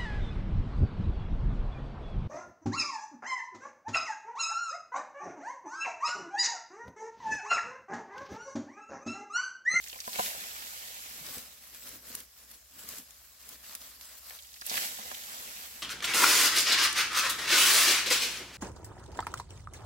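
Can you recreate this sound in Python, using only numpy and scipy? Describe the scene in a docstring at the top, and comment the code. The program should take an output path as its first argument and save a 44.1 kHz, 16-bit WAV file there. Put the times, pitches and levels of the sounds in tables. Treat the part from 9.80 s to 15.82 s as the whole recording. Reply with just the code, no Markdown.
"""Dirt patters on the right as a handful lands on a brush pile: pebbles tick, clods knock, a trickle thins out.
Then hands rake leaves and dirt near the middle: grainy noise scrapes, snaps are bursts with short clicks.
Dull decaying sines bump as the soil gives way, and a second handful lands on the pile near the end.
Behind it all, shaped noise is the outdoor air and a wavering low sine is a far engine."""
import sys
import numpy as np
from scipy import signal
from scipy.fft import rfft, irfft, next_fast_len
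from scipy.io import wavfile
from scipy.ndimage import uniform_filter1d, map_coordinates

SR = 44100
rng = np.random.default_rng(int(sys.argv[2]) if len(sys.argv) > 2 else 0)


def inscribe(sig):
    """Save sig as 16-bit PCM at rate SR to the path in sys.argv[1].

    A 1-D sig is mono; a 2-D sig holds one channel per row.
    Samples are clipped to [-1, 1] before scaling.
    """
    pcm = np.round(np.clip(np.atleast_2d(sig).T, -1, 1) * 32767)
    wavfile.write(sys.argv[1], SR, pcm.astype(np.int16))


N = 265482

# In every table, level_db is relative: the mix gains in the code come on top.

# gritty soil under the fingers: [freq_hz, level_db]
GROUND_COLOUR = [(40, -32), (230, -10), (400, -16), (600, -3), (850, -5.5), (1100, 0), (2000, -2),
                 (3600, -1.5), (5200, -.5), (6400, -3.5), (7800, -0.5), (8900, -6.5), (12300, -0.6),
                 (15500, -3.5)]
# soil rubbed by the palms: [freq_hz, level_db]
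PALM_COLOUR = [(40, -13), (100, -2.5), (150, -6), (240, 3), (340, -7), (500, -2), (1000, -25), (3000, -58)]
# left-right likeness of sounds at the hands: [freq_hz, correlation]
HANDS_ALIKE = [(250, 0.84), (600, 0.67), (850, 0.31), (1300, 0.06), (1900, 0.86), (3000, 0.39), (5000, 0.1),
               (8000, -0.12), (13000, 0.0028)]


def scraping():
    """Fingers drag crumbs, grit and leaf litter while the palms rub the soil beneath."""
    scrape_gain, palm_gain = stroke_gains()
    litter = patchy(grains(rate=700, scatter_db=4.0, life=0.0013, bed=1.0), depth_db=1.23)
    grit = patchy(grains(rate=2400, scatter_db=2.5, life=0.0013, bed=0.71), depth_db=3.0)
    litter, grit = rustle(litter, grit, GROUND_COLOUR, HANDS_ALIKE, split_hz=5360)
    catching = amp(0.68 * wobble(55))  # the fingers catch and slip
    rub = spread(grains(rate=92, scatter_db=5.0, life=0.011, bed=0.94), HANDS_ALIKE)
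    rub = unit(coloured(rub, PALM_COLOUR))
    fingers = catching * scrape_gain * (amp(-1.5) * litter + amp(6) * grit)
    palms = amp(0.5) * palm_gain * rub
    return (fingers + palms) * amp([[.3], [-.3]])  # a touch louder on the left


# strokes of the hands over the ground: [start_s, length_s, scrape_level_db, palm_level_db]
HAND_STROKES = [(1.355, .08, -55, -63.5), (1.466, 0.12, -47.5, -57.5), (1.624, .05, -56.5, -71),
                (1.71, 0.077, -64.5, -74.5), (1.84, 0.039, -58, -73), (1.946, 0.01, -53, -62.5),
                (2.033, 0.04, -52, -71), (2.084, 0.075, -52.5, -60.5), (2.279, 0.12, -51, -61.5),
                (2.59, .05, -61, -76), (2.712, .04, -58, -71.5), (2.983, 0.049, -53.5, -63),
                (3.089, .10, -50, -61), (3.3, 0.3, -63.5, -83.5), (3.628, 0.043, -60, -90),
                (3.693, 0.047, -53.5, -63.5), (3.871, 0.067, -51, -70.5), (4.017, 0.048, -52.5, -72),
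                (4.098, 0.058, -57.5, -74), (4.223, 0.16, -55, -78), (4.468, 0.084, -52, -82),
                (4.934, 0.19, -54.5, -63), (5.485, 0.23, -54.5, -67), (5.793, 0.068, -53.5, -71),
                (5.92, .1, -56.5, -70.5)]
STROKE_RISE_S, STROKE_FALL_S = 0.097, 0.082  # per 20 dB
STROKE_THINS_DB_PER_S = 0.5
RESTING_DB = -65  # litter stirring under the hands between strokes


def stroke_gains():
    """Every stroke swells, holds and dies alike: gains of the fingers and of the palms."""
    shapes = [swell(start, length, STROKE_RISE_S, STROKE_FALL_S, STROKE_THINS_DB_PER_S)
              for start, length, _, _ in HAND_STROKES]
    _, _, scrape_db, palm_db = np.transpose(HAND_STROKES)[:, :, None]
    scrape = together(amp(scrape_db) * shapes)
    return np.hypot(scrape, amp(RESTING_DB)), together(amp(palm_db) * shapes)


# twigs and leaf stalks breaking under the fingers: [start_s, level_db, centre_hz]
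TWIG_SNAPS = [(1.4641, -30, 5270), (1.581, -26.5, 7800), (1.9473, -33, 9200), (2.0908, -29, 10100),
              (2.3508, -16, 11500), (2.403, -30, 8850), (2.7135, -32.5, 12300), (3.089, -21.5, 12500),
              (3.1834, -27, 7700), (3.307, -35, 7050), (3.69, -27, 12700), (3.9509, -19.5, 12300),
              (4.0166, -31.5, 5270), (4.2108, -30, 4940), (4.4967, -33, 5230)]


def snaps():
    """A stalk breaks with a bright crack, scattered briefly by the ground around it."""
    out = np.zeros((2, N))
    for start, db, hz in TWIG_SNAPS:
        colour = [(hz / 25, -22), (hz / 3, -7), (hz, 0), (hz * 2, -6)]
        scatter = burst(colour, HANDS_ALIKE, t60=.024, crack_db=11, crack_t60=0.0012)
        snap = amp(db - 13.5) * scatter + amp(db - 10) * click(hz, cycles=7.9)
        add(out, start + .0007, snap)
    return out


# soft weight on the soil, from a palm or a heap of dirt: [start_s, level_db, pitch_hz]
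SOIL_PRESSES = [(1.411, -44.5, 153), (1.499, -49, 131), (2.13, -57, 190), (3.19, -44.5, 252),
                (4.911, -45, 217), (5.191, -45, 215)]


def presses(rise=0.0036, t60=0.073):
    """Loose soil gives way with a dull bump, a sine that rises fast and decays."""
    out, t = np.zeros((2, N)), np.arange(SR // 5) / SR
    for start, db, hz in SOIL_PRESSES:
        bump = np.sin(2 * np.pi * hz * t) * (1 - np.exp(-t / rise)) * amp(db + 1 - 60 * t / t60)
        add(out, start, np.array([bump, bump]))
    return out


PILE_LAG_S = 0.000364  # the left ear hears the pile this much later than the right


def brush_pile():
    """The pile lies to the right: later and a little softer on the left."""
    delay = lambda hz: np.exp(1j * np.pi * hz * PILE_LAG_S * np.array([[-1], [1]]))
    return filtered(shower() + strikes(), delay) * amp([[-.7], [.7]])


# debris falling through the brush: [freq_hz, level_db]
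BRUSH_COLOUR = [(40, -30), (150, -11), (230, -6), (340, -11), (520, -4.5), (780, -1.5), (1150, -2.5),
                (1700, -0.5), (3800, 0), (5500, -2.5), (7900, -3), (8800, -9), (12300, -3.5), (15500, -7.5)]
# left-right likeness of sounds at the pile: [freq_hz, correlation]
BRUSH_ALIKE = [(150, 0.99), (350, 0.33), (800, 0.95), (1400, 0.78), (2500, 0.26), (4500, 0.06),
               (14000, 0.087)]


def shower():
    """Coarse leaves and crumbs patter through the branches; fine dirt hisses on after them."""
    crumb_gain, dirt_gain = fall_gains()
    patter = patchy(grains(rate=820, scatter_db=5.5, life=0.0029, bed=1.0), depth_db=2)
    hiss = patchy(grains(rate=2900, scatter_db=-1.0, life=0.0011, bed=0.64), depth_db=1.25)
    patter, hiss = rustle(patter, hiss, BRUSH_COLOUR, BRUSH_ALIKE, split_hz=5760)
    crackle = spread(grains(rate=240, scatter_db=2.0, life=0.00013, bed=0), BRUSH_ALIKE)
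    crackle = unit(coloured(crackle, BRUSH_COLOUR))
    # the heavier the fall, the stronger the crackle of dry leaves within it
    crackle *= np.sqrt(crumb_gain / crumb_gain.max())
    crumbs = crumb_gain * (amp(-2.0) * patter + amp(-11) * crackle)
    return crumbs + amp(-1.5) * dirt_gain * hiss


# stray dirt spilling from a handful in flight: [start_s, length_s, level_db]
DIRT_SPILLS = [(0, 0.283, -46), (0.265, 0.1, -41), (4.578, 0.26, -51), (4.867, 0.043, -38)]
SPILL_CRUMBS_DB, SPILL_EDGE_S = -10.5, 0.042  # few crumbs among the dirt; rise and fall per 20 dB
# handfuls thrown onto the pile: [bulk_start_s, rise_s per 20 dB, bulk_length_s,
# bulk_level_db, trickle_level_db, trickle_length_s]
HANDFULS = [(0.389, 0.12, 0.081, -38, -43, 0.93), (4.925, 0.0665, 0.13, -37.5, -43.5, 0.9)]
BULK_FALL_S, TRICKLE_FALL_S = 0.11, 0.88  # per 20 dB
DIRT_DB, DIRT_LATE_S = 4.5, 0.015  # fine dirt relative to crumbs in the bulk; it flies slower
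TRICKLE_DIRT_DB, TRICKLE_THINS_DB_PER_S = 3.5, 4.5


def fall_gains():
    """Spilt dirt, the bulk and a thinning trickle: gains of the crumbs and of the dirt."""
    crumbs, dirt = [], []
    for start, length, db in DIRT_SPILLS:
        spill = amp(db) * swell(start, length, SPILL_EDGE_S, SPILL_EDGE_S)
        crumbs.append(amp(SPILL_CRUMBS_DB) * spill)
        dirt.append(spill)
    for start, rise, length, db, trickle_db, lasts in HANDFULS:
        crumbs.append(amp(db) * swell(start, length, rise, BULK_FALL_S))
        late_bulk = swell(start + DIRT_LATE_S, length - DIRT_LATE_S, rise, BULK_FALL_S)
        dirt.append(amp(db + DIRT_DB) * late_bulk)
        trickle = amp(trickle_db) * swell(start, lasts, rise, TRICKLE_FALL_S, TRICKLE_THINS_DB_PER_S)
        crumbs.append(trickle)
        dirt.append(amp(TRICKLE_DIRT_DB) * trickle)
    return together(crumbs), together(dirt)


# pebbles and sticks striking dry branches: [start_s, level_db, centre_hz]
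BRANCH_TICKS = [(0.0388, -32.5, 5540), (.083, -32.5, 7060), (0.0976, -33.5, 4430), (0.128, -31.5, 3000),
                (0.2018, -25.5, 5450), (0.3303, -28.5, 4150), (.3569, -27, 2540), (0.4603, -26.5, 2500),
                (4.506, -34, 1800), (4.5882, -38, 3700), (4.7402, -36.5, 4380), (4.812, -30.5, 4770),
                (4.818, -31.5, 1630), (4.853, -38.5, 2640), (4.864, -21.5, 12200), (4.896, -21.5, 5400),
                (4.9408, -26, 2600), (4.955, -24.5, 4770), (4.969, -21, 2940), (4.976, -18, 2020),
                (5.3135, -30.5, 1600), (5.345, -29, 3680)]
# clods landing on the pile: [start_s, level_db, crumbling_t60_s]
CLOD_LANDINGS = [(0.129, -42, .038), (.158, -39, 0.068), (.276, -27.5, 0.034), (.358, -37, 0.19),
                 (0.387, -26, .06), (.393, -16, 0.044), (.475, -40.5, 0.31), (0.546, -40, 0.11),
                 (4.506, -50, 0.056), (4.913, -35, 0.044), (4.941, -36, .051), (5.188, -37.5, .087),
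                 (5.314, -33, .041)]


def strikes():
    """Pebbles tick on single branches; clods knock the whole pile."""
    out = np.zeros((2, N))
    for start, db, hz in list(BRANCH_TICKS) + stray_bits():
        branch = [(hz / 12, -34), (hz / 2, -14), (hz, 0), (hz * 1.35, -9), (hz * 4, -22)]
        ring = burst(branch, BRUSH_ALIKE, t60=0.037, crack_db=-11.0, crack_t60=0.0038)
        add(out, start + .0007, amp(db - 7) * ring + amp(db - 14) * click(hz, cycles=3.5))
    for start, db, t60 in CLOD_LANDINGS:
        add(out, start + 0.00097, amp(db - 4.0) * knock(t60))
    return out


BITS_PER_S, BIT_HZ = 70, 3900  # average rate; centre pitch, scattered an octave either way
BIT_DB, BIT_RANGE_DB = 3, 5  # least level over the spill, and random extra


def stray_bits(count=40):
    """Grains of each spill hit branches at random: rows of start_s, level_db, centre_hz."""
    bits = []
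    for start, length, db in DIRT_SPILLS:
        waits, sizes, pitches = rng.random((count, 3)).T
        ages = np.cumsum(2 * waits / BITS_PER_S)
        for age, size, pitch in zip(ages, sizes, pitches):
            if age < length:
                hz = BIT_HZ * 2 ** (2 * pitch - 1)
                bits.append((start + age, db + BIT_DB + BIT_RANGE_DB * size, hz))
    return bits


# resonances of the stick pile under a clod: [freq_hz, level_db, t60_s]
STICK_MODES = [(237, -17, 0.11), (497.5, -11, 0.078), (651, 1, 0.015), (745, -0.5, 0.048),
               (1030, -2, 0.075), (1580, -4, 0.045)]
# a clod crumbling: [freq_hz, level_db]
CLOD_COLOUR = [(40, -18), (130, -11.5), (300, -8), (700, 14), (1100, -0.5), (1600, -5), (5000, -18),
               (12000, -42)]


def knock(t60):
    """A clod sets the sticks ringing, a little differently each time, and crumbles."""
    t = np.arange(SR // 5) / SR
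    hz, db, life = np.transpose(STICK_MODES)[:, :, None]
    detune, strength = rng.standard_normal((2, len(hz), 1))
    sign = (-1) ** np.arange(len(hz))[:, None]
    decay = amp(db + 2.4 * strength - 60 * t / life)
    modes = sign * decay * np.sin(2 * np.pi * hz * (1 + 0.016 * detune) * t)
    crumbling = burst(CLOD_COLOUR, BRUSH_ALIKE, t60, crack_db=4.5, crack_t60=0.018)
    return modes.sum(0) * amp(-3.5) + amp(-9) * crumbling


# outdoor air: [freq_hz, level_db]
AIR_COLOUR = [(25, -25), (50, 8.5), (90, -1.5), (150, -7), (330, -13.5), (600, -9), (1500, -21),
              (3000, -30), (5000, -6), (7600, -7.5), (9200, -19), (12300, -7.5), (15500, -17)]


def outdoors(drone_hz=65.8, drone_db=-71.5, air_db=-64):
    """Soft air as shaped noise, and a far engine as a sine wavering in phase and level."""
    phase = 2 * np.pi * drone_hz * np.arange(N) / SR + 1.1 * wobble(11)
    drone = unit(np.sin(phase) * (1 + 0.21 * wobble(30)))
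    air = noise(AIR_COLOUR, [(30, 0.31), (90, 0.94), (400, 0.18), (2000, 0.08)])
    return amp(drone_db) * drone + amp(air_db) * air


def grains(rate, scatter_db, life, bed):
    """Tiny contacts of unequal size, each a noise burst decaying over life s, on a steady bed of noise."""
    sizes = amp(scatter_db * np.minimum(rng.standard_normal(N), 2.5))
    contacts = (rng.random(N) < rate / SR) * sizes ** 2
    power = signal.lfilter([1], [1, -np.exp(-1 / (life * SR))], contacts)
    return np.sqrt(power / power.mean() + bed) * rng.standard_normal((2, N))


def patchy(pair, depth_db):
    """Ever new leaves and stalks are touched: the colour shifts in patches of time and frequency."""
    z = signal.stft(pair, nperseg=512)[2]
    field = uniform_filter1d(rng.standard_normal(z.shape[1:]), size=5, axis=0)
    field = uniform_filter1d(field, size=7, axis=1)
    return signal.istft(z * amp(depth_db * unit(field)), nperseg=512)[1][:, :N]


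def rustle(coarse, fine, spectrum, alike, split_hz):
    """Coarse debris sounds below split_hz and fine debris above it, each in stereo at rms 1."""
    low = lambda hz: 1 / (1 + (hz / split_hz) ** 4)
    colour = lambda hz: amp(along(spectrum, hz))
    below = filtered(spread(coarse, alike), lambda hz: colour(hz) * np.sqrt(low(hz)))
    above = filtered(spread(fine, alike), lambda hz: colour(hz) * np.sqrt(1 - low(hz)))
    return unit(below), unit(above)


def burst(spectrum, alike, t60, crack_db, crack_t60):
    """One blow: a first crack and a noisy ring, each dying away at its own rate."""
    t = np.arange(SR // 5) / SR
    decay = amp(-60 * t / max(t60, .002)) + amp(crack_db - 60 * t / crack_t60)
    sound = noise(spectrum, alike, size=len(t)) * decay * (1 - np.exp(-t / .0001))
    return unit(sound) * np.sqrt(np.mean(decay ** 2))


def click(hz, cycles):
    """The instant of a dry fracture or hard contact: a ring of very few cycles."""
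    age = np.arange(SR // 5) * hz / SR
    return np.sin(2 * np.pi * age) * np.exp(-age / cycles)


def swell(start, length, rise, fall, thins_db=0):
    """Rise up to start, hold (losing thins_db a second) and fall; rise and fall are s per 20 dB."""
    age = np.arange(N) / SR - start
    edges = np.maximum(-age, 0) / rise + np.maximum(age - length, 0) / fall
    return amp(-20 * edges - thins_db * np.maximum(age, 0))


def together(gains):
    """Unrelated noises add up in power."""
    return np.sqrt(np.sum(np.square(gains), axis=0))


def wobble(rate):
    """A smooth random curve, rate knots a second."""
    return map_coordinates(rng.standard_normal(int(N * rate / SR) + 4), [np.arange(N) * rate / SR])


def noise(spectrum, alike, size=N):
    """Coloured stereo noise of rms 1."""
    return unit(coloured(spread(rng.standard_normal((2, size)), alike), spectrum))


def spread(pair, alike):
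    """Mix two unrelated signals into left and right of the given likeness."""
    turn = lambda hz: np.arccos(np.clip(along(alike, hz), -1, 1)) / 2
    mid, side = filtered(pair, lambda hz: np.array([np.cos(turn(hz)), np.sin(turn(hz))]))
    return np.array([mid + side, mid - side])


def coloured(x, spectrum):
    """Shape x with a table of freq_hz and level_db."""
    return filtered(x, lambda hz: amp(along(spectrum, hz)))


def filtered(x, response):
    """Multiply the spectrum of x by a response of frequency."""
    n = x.shape[-1]
    m = next_fast_len(n + 8192)
    return irfft(rfft(x, m) * response(np.fft.rfftfreq(m, 1 / SR)), m)[..., :n]


def along(points, hz):
    """Read a table of freq_hz and value on a log frequency axis."""
    f, v = np.transpose(points)
    return np.interp(np.log(hz + 1), np.log(f + 1), v)


def amp(db):
    """Decibels to gain."""
    return 10 ** (np.asarray(db) / 20)


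def unit(x):
    """Scale to rms 1."""
    return x / np.sqrt(np.mean(x ** 2) + 1e-20)


def add(track, s, sound):
    """Mix a sound into the track at time s."""
    part = track[:, max(round(s * SR), 0):][:, :sound.shape[1]]
    part += sound[:, :part.shape[1]]


def scene():
    """Hands near the middle, brush pile on the right, open air all round."""
    return scraping() + snaps() + presses() + brush_pile() + outdoors()


def record(dry):
    """Cut everything from 16 kHz upward."""
    return filtered(dry, lambda hz: hz < 16000)


dry = scene()
out = record(dry)
inscribe(out)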